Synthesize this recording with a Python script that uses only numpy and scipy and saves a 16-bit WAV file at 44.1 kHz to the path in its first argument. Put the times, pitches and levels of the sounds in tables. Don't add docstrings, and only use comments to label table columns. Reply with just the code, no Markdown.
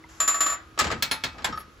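import sys
import numpy as np
from scipy import signal
from scipy.fft import irfft
from scipy.io import wavfile

SR = 44100
rng = np.random.default_rng(int(sys.argv[2]) if len(sys.argv) > 2 else 0)


def unload_audio(sound):
    columns = np.transpose(np.atleast_2d(sound))
    steps = np.round(np.clip(columns, -1, 1) * 32767)
    wavfile.write(sys.argv[1], SR, steps.astype(np.int16))


N = 79380
TIME = np.arange(N) / SR
EDGES = np.r_[np.geomspace(25, 800, 10)[:-1], np.geomspace(800, 6000, 14)[:-1],
              np.linspace(6000, 16500, 16)]
CENTRES = np.sqrt(EDGES[1:] * EDGES[:-1])

# time in seconds, level in dB.
HUM_LEVEL = [(0, -57), (.17, -59.5), (.7, -61.5), (1.8, -74.5)]
# frequency in Hz, base t60 in seconds.
YARD_T60 = [(150, 0.59), (1000, 0.46), (2500, 0.55), (5000, 0.54), (12000, 0.22)]
FRAME_T60 = [(150, 0.21), (600, .2), (1500, 0.26), (4000, 0.14), (8000, .12), (15000, 0.072)]
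# frequency in Hz, left-right correlation.
LIKENESS = [(60, 0.95), (250, 0.88), (600, .68), (1500, 0.18), (4000, .58), (7000, 0.57), (10000, .1),
            (15000, .1)]
# frequency in Hz, lead of the left side in radians.
LEFT_LEAD = [(1000, -.1), (3000, .3), (7100, -0.41), (10000, -0.99), (12200, -0.89), (15000, -1.4)]

# frequency in Hz, relative density in dB.
AIR_SPECTRUM = [(25, -1), (45, 7.5), (70, 3), (120, -2.5), (220, -10), (330, -7.5), (500, -12.5),
                (900, -19), (1250, -8), (2000, -17.5), (3700, -22), (7100, -28), (8900, -43), (11300, -28),
                (13200, -50), (15000, -39.5)]
SLIDE_SPECTRUM = [(200, 2.5), (1200, 12), (4000, -7), (7300, -1), (9000, -31), (11000, -11.5), (13200, -31),
                  (15000, -32)]
SQUEAK_SPECTRUM = [(5000, -28), (9500, -25), (11100, 7), (12300, -22), (13300, -23), (15000, -13)]
THUD_SPECTRUM = [(35, -15), (75, 2), (120, -2.5), (200, -1), (450, -10), (900, -20), (2000, -19),
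                 (6000, -73)]
STOP_CLATTER = [(150, -10), (550, -4), (850, 7.5), (1250, 2), (1700, 5), (2400, -3), (3400, -1.5),
                (4300, -2), (5300, -6.5), (6300, -9.5), (7400, -2), (8300, -15), (9100, -29), (11200, -8),
                (13200, -26), (15000, -20)]
CATCH_CLATTER = [(150, -4.5), (280, -7), (550, 0.5), (900, 2), (1300, 1), (1800, 3.5), (2400, 1.5),
                 (3000, 0), (3700, 6), (4400, 1), (5400, 2), (6300, -7), (8000, -3.5), (9100, -18),
                 (10800, -7), (13200, -26), (15000, -7.5)]
PAWL_CLATTER = [(150, -22), (300, -6.5), (450, -11), (630, -1.5), (850, -8.5), (1230, 7.5), (1450, -0.5),
                (1700, 4.5), (2400, -5), (3200, -3), (4100, -0.5), (5300, -6), (6100, -8), (7300, 9.5),
                (9000, -42.5), (11000, -3.5), (13200, -18), (15000, -19)]
LEVER_CLATTER = [(150, -13), (330, 4), (600, 2.5), (900, 5.5), (1250, -1), (1700, 6), (2400, 1), (3300, -2),
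                 (4200, 0.5), (5300, -1.5), (6100, -7.5), (7300, 2), (8200, -6), (9100, -28),
                 (11000, -10.5), (13200, -26.5), (15000, -16)]

# start and length in seconds, level in dB, tilt in dB per octave.
SLIDES = [(0.092, 0.3, -53, 3), (1.343, 0.15, -47, -4.5)]
# start in seconds, pitch in Hz, level in dB, t60 in seconds.
KNOCKS = [(0.04, 2060, -39.5, 0.039), (0.045, 958, -42, 0.057)]
# start in seconds, level in dB, t60 in seconds.
THUDS = [(0.809, -30, 0.36), (0.847, -31, 0.58), (0.911, -35, 0.38), (1.12, -42, 0.17), (1.247, -33, 0.13),
         (1.416, -48.5, 0.34), (1.477, -33.5, 0.37), (1.672, -47, 0.14)]
# start in seconds, clatter level in dB, tilt in dB per octave,
# ring level in dB, factor on the modes' t60.
STOPS = [(1.4437, -22.5, 1, -22.5, 0.72)]
CLACKS = [(1.0232, -21, 2.1, -21, 0.7), (1.112, -22.5, -0.2, -24, 1.09), (1.2372, -24, 0.16, -26, 1.05)]
PAWL_DROPS = [(.2015, -24, -0.5, -17, 1.1), (0.2763, -21.5, 0, -14.5, 1.05), (0.342, -29.5, -2, -24, 1.4),
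              (.405, -22.5, -0.5, -17, 1.4), (.462, -26.5, -1.5, -20.5, 1.03),
              (.498, -31.5, -1, -22.5, 0.85), (.522, -34, -2.5, -27, 1.7), (0.547, -45, -4, -34, 0.45)]
CLANKS = [(0.776, -32, -1.5, -29.5, 0.2), (0.7894, -18, 2.8, -17.5, 0.5), (.797, -22, 2.5, -17, 0.49),
          (0.8067, -21, 0.5, -22, 0.3), (.842, -25, 0.5, -35, 0.94), (.868, -27.5, -0.5, -37, .7),
          (.902, -29, -1.5, -29.5, 0.58), (.913, -24.5, -0.8, -31, 0.62), (.922, -31.5, 0.5, -40, 1.3),
          (1.382, -38.5, 1, -44, 1), (1.4, -50, -0.5, -42, 1), (1.421, -41, 3, -58, 0.88),
          (1.524, -39.5, 0.5, -30, 0.97), (1.574, -40.5, -1.5, -27, 0.22), (1.601, -45, 3, -39, 0.78)]
# gain in dB from 9 to 13 kHz, gain in dB above.
CLACK_PING_DB = [(-3, 6), (1.5, 1), (-14, -8)]

STOP_HZ = [885, 1030, 1605, 1740, 2170, 2460, 3410, 3763, 5114, 7392, 11170]
CATCH_HZ = [262, 880, 1357, 1676, 1814, 2180, 2265, 2565, 3440, 3700, 4168, 4378, 5130, 6560, 7332, 10835,
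            14350, 14790]
PAWL_HZ = [664, 1149, 1217, 1293, 1543, 1790, 2592, 5420, 7117, 9893, 10225, 11090, 12202, 14382]
LEVER_HZ = [882, 1152, 1246, 1272, 1305, 1513, 1715, 3155, 3700, 4570, 5281, 5530, 6487]
# relative level in dB, base t60 in seconds.
STOP_RING = [(-5, 0.11), (-8, 0.19), (-8, 0.3), (-4, 0.12), (-8.5, 0.11), (-6.5, 0.15), (-4.5, .1),
             (-4, 0.077), (-6.5, 0.074), (-1, 0.051), (-12, 0.048)]
CATCH_RING = [(-15.5, 0.3), (-15, 0.31), (-15, 0.25), (0, 0.062), (-11, 0.13), (-1, 0.055), (-24, 0.73),
              (-14.5, 0.35), (-20, 0.18), (-15, 0.26), (-5, 0.14), (-5.5, 0.11), (-10, 0.086),
              (-12.5, 0.13), (-14, 0.073), (-10, 0.13), (-23, 0.19), (-11, 0.09)]
PAWL_RING = [(-24, 0.14), (-8.5, 0.17), (-16, 0.095), (-11, 0.21), (-35, 0.45), (-13.5, 0.06),
             (-24.5, 0.46), (-20, .14), (1, 0.28), (-26.5, 0.16), (-23.5, .13), (-17.5, .14), (-17.5, 0.16),
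             (-25.5, .17)]
LEVER_RING = [(-13, 0.16), (-5.5, 0.23), (-3.5, 0.44), (-11, 0.55), (-7.5, 0.33), (-22.5, 0.33),
              (-11, 0.16), (-25.5, 0.31), (-23.5, 0.11), (-23, 0.18), (-15, 0.083), (-19, 0.27), (-24, .13)]


def from_db(db):
    return 10 ** (np.asarray(db) / 20)


def at_hz(points, hz):
    points = np.array(points)
    return np.interp(np.log(hz), np.log(points[:, 0]), points[:, 1])


def dying(t, t60):
    return np.exp(-np.log(1000) * np.maximum(t, 0) / t60)


def struck(s, hz, t60):
    return np.sin(2 * np.pi * hz * np.maximum(TIME - s, 0)) * dying(TIME - s, t60)


def swell(s, t60):
    return np.clip((TIME - s) / 0.01, 0, 1) * dying(TIME - s, t60)


def noise_bands(size):
    hz = np.fft.rfftfreq(size, 1 / SR)
    white = np.exp(2j * np.pi * rng.random((2, len(hz))))
    bands = []
    for low, high, centre in zip(EDGES, EDGES[1:], CENTRES):
        noise = irfft(white * ((hz >= low) & (hz < high)), size)
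        mid, side = noise / noise.std()
        alike = at_hz(LIKENESS, centre)
        bands.append(np.sqrt((1 + alike) / 2) * mid + np.sqrt((1 - alike) / 2) * side * [[1], [-1]])
    return np.array(bands)


def band_gains(spectrum, tilt=0):
    gains = from_db(at_hz(spectrum, CENTRES) + tilt * np.log2(CENTRES)) * np.sqrt(np.diff(EDGES))
    return gains / np.linalg.norm(gains)


def coloured(bands, spectrum, tilt=0):
    return np.tensordot(band_gains(spectrum, tilt), bands, 1)


def clatter(hits, spectrum, t60_scale, fresh):
    size, build_s, hold_s, yard_db = 2 ** 15, 0.00078, 0.0025, -19.5
    t = TIME[:size]
    rattle = dying(t - hold_s, t60_scale * at_hz(FRAME_T60, CENTRES)[:, None])
    rattle *= 1 - np.exp(-t / build_s)
    yard = from_db(yard_db) * dying(t, at_hz(YARD_T60, CENTRES)[:, None])
    envelope = np.hypot(rattle, yard)[:, None]
    repeated = np.sqrt(1 - fresh) * noise_bands(size)
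    varying = np.sqrt(fresh) * noise_bands(size)
    hardest_db = max(hit[1] for hit in hits)
    treble_octaves = np.maximum(np.log2(CENTRES / 3630), 0)
    out = np.zeros((2, N))
    for (s, db, tilt, _, _), shift in zip(hits, rng.integers(0, size, len(hits))):
        response = envelope * (repeated + np.roll(varying, shift, axis=-1))
        soft_db = 0.6 * (db - hardest_db) * treble_octaves
        gains = from_db(db + soft_db) * band_gains(spectrum, tilt)
        start = int(s * SR)
        out[:, start:start + size] += np.tensordot(gains, response, 1)[:, :N - start]
    return out


def ringing(hits, pitches, modes, uneven_db, tilt_share, ping_db=0):
    hz = np.array(pitches)[:, None]
    mode_db, t60 = np.transpose(modes)[:, :, None]
    octaves = np.log2(hz / pitches[np.argmax(mode_db)])
    ping_range = np.searchsorted((9000, 13000), hz)
    pings = np.broadcast_to(ping_db, (len(hits), 2))
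    level = np.zeros((len(hz), N))
    for (s, _, tilt, db, t60_scale), ping in zip(hits, pings):
        start = int(s * SR)
        chance_db = uneven_db * rng.standard_normal(hz.shape)
        colour_db = tilt_share * tilt * octaves + np.r_[0, ping][ping_range]
        strength = from_db(db + mode_db + chance_db + colour_db)
        level[:, start:] = strength * dying(TIME[:N - start], t60_scale * t60)
    pole = np.exp(-1 / (0.00069 * SR))
    level = signal.lfilter([(1 - pole) ** 2], [1, -2 * pole, pole ** 2], level + 1e-18)
    phase = 2 * np.pi * (hz * TIME + rng.random(hz.shape))
    lead = at_hz(LEFT_LEAD, hz) / 2
    return np.array([(level * np.sin(phase + side * lead)).sum(0) for side in (1, -1)])


def outdoors(air_db=-51, hum_hz=320.6):
    hum_rms = from_db(np.interp(TIME, *np.transpose(HUM_LEVEL)))
    hum = hum_rms * np.sqrt(2) * np.sin(2 * np.pi * hum_hz * TIME)
    return from_db(air_db) * coloured(noise_bands(N), AIR_SPECTRUM) + hum


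def sliding(bands, edge_s=0.012):
    out = np.zeros((2, N))
    for s, length, db, tilt in SLIDES:
        gate = np.interp(TIME, [s - edge_s / 2, s, s + length, s + length + edge_s], [0, 1, 1, 0])
        out += from_db(db) * gate * coloured(bands, SLIDE_SPECTRUM, tilt)
    return out


def squeak(bands, peak_s=1.597, width_s=0.017, db=-48):
    envelope = np.exp(-((TIME - peak_s) / width_s) ** 2 / 2)
    return from_db(db) * envelope * coloured(bands, SQUEAK_SPECTRUM)


def knock():
    return sum(from_db(db) * struck(s, hz, t60) for s, hz, db, t60 in KNOCKS)


def lingering(hz=1248, relative_db=-30, t60=1.6):
    hits = PAWL_DROPS + CLANKS + CLACKS + STOPS
    power = sum((from_db(db + relative_db) * swell(s, t60)) ** 2 for s, db, *_ in hits)
    return np.sqrt(power) * np.sin(2 * np.pi * hz * TIME)


def frame(hz=148.7, relative_db=-24, t60=0.35):
    return sum(from_db(db + relative_db) * struck(s, hz, t60) for s, db, *_ in CLACKS + STOPS)


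def roller(bands, boom_hz=77.6, relative_db=-9.5, boom_t60=0.41):
    power = sum((from_db(db) * swell(s, t60)) ** 2 for s, db, t60 in THUDS)
    boom = sum(from_db(db + relative_db) * struck(s, boom_hz, boom_t60) for s, db, _ in THUDS)
    return np.sqrt(power) * coloured(bands, THUD_SPECTRUM) + boom


def stop():
    rattle = clatter(STOPS, STOP_CLATTER, t60_scale=1, fresh=0.5)
    return rattle + ringing(STOPS, STOP_HZ, STOP_RING, uneven_db=2.3, tilt_share=0.3)


def catch():
    rattle = clatter(CLACKS, CATCH_CLATTER, t60_scale=1, fresh=0.13)
    ring = ringing(CLACKS, CATCH_HZ, CATCH_RING, uneven_db=2.5, tilt_share=0.27, ping_db=CLACK_PING_DB)
    return rattle + ring


def pawl():
    rattle = clatter(PAWL_DROPS, PAWL_CLATTER, t60_scale=1.37, fresh=0.97)
    return rattle + ringing(PAWL_DROPS, PAWL_HZ, PAWL_RING, uneven_db=0.15, tilt_share=0.92)


def lever():
    rattle = clatter(CLANKS, LEVER_CLATTER, t60_scale=0.79, fresh=0.84)
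    return rattle + ringing(CLANKS, LEVER_HZ, LEVER_RING, uneven_db=3.2, tilt_share=0.22)


def scene(pan_db=0.6):
    bands = noise_bands(N)
    ratchet = pawl() + lever() + catch() + stop() + lingering()
    loom = ratchet + frame() + roller(bands) + sliding(bands) + squeak(bands) + knock()
    return loom * from_db([[pan_db], [-pan_db]]) + outdoors()


def record(dry, rumble_hz=46.6, top_hz=16900):
    dry = signal.sosfilt(signal.butter(4, rumble_hz, "high", fs=SR, output="sos"), dry)
    return signal.sosfilt(signal.cheby2(12, 70, top_hz, fs=SR, output="sos"), dry)


dry = scene()
out = record(dry)
unload_audio(out)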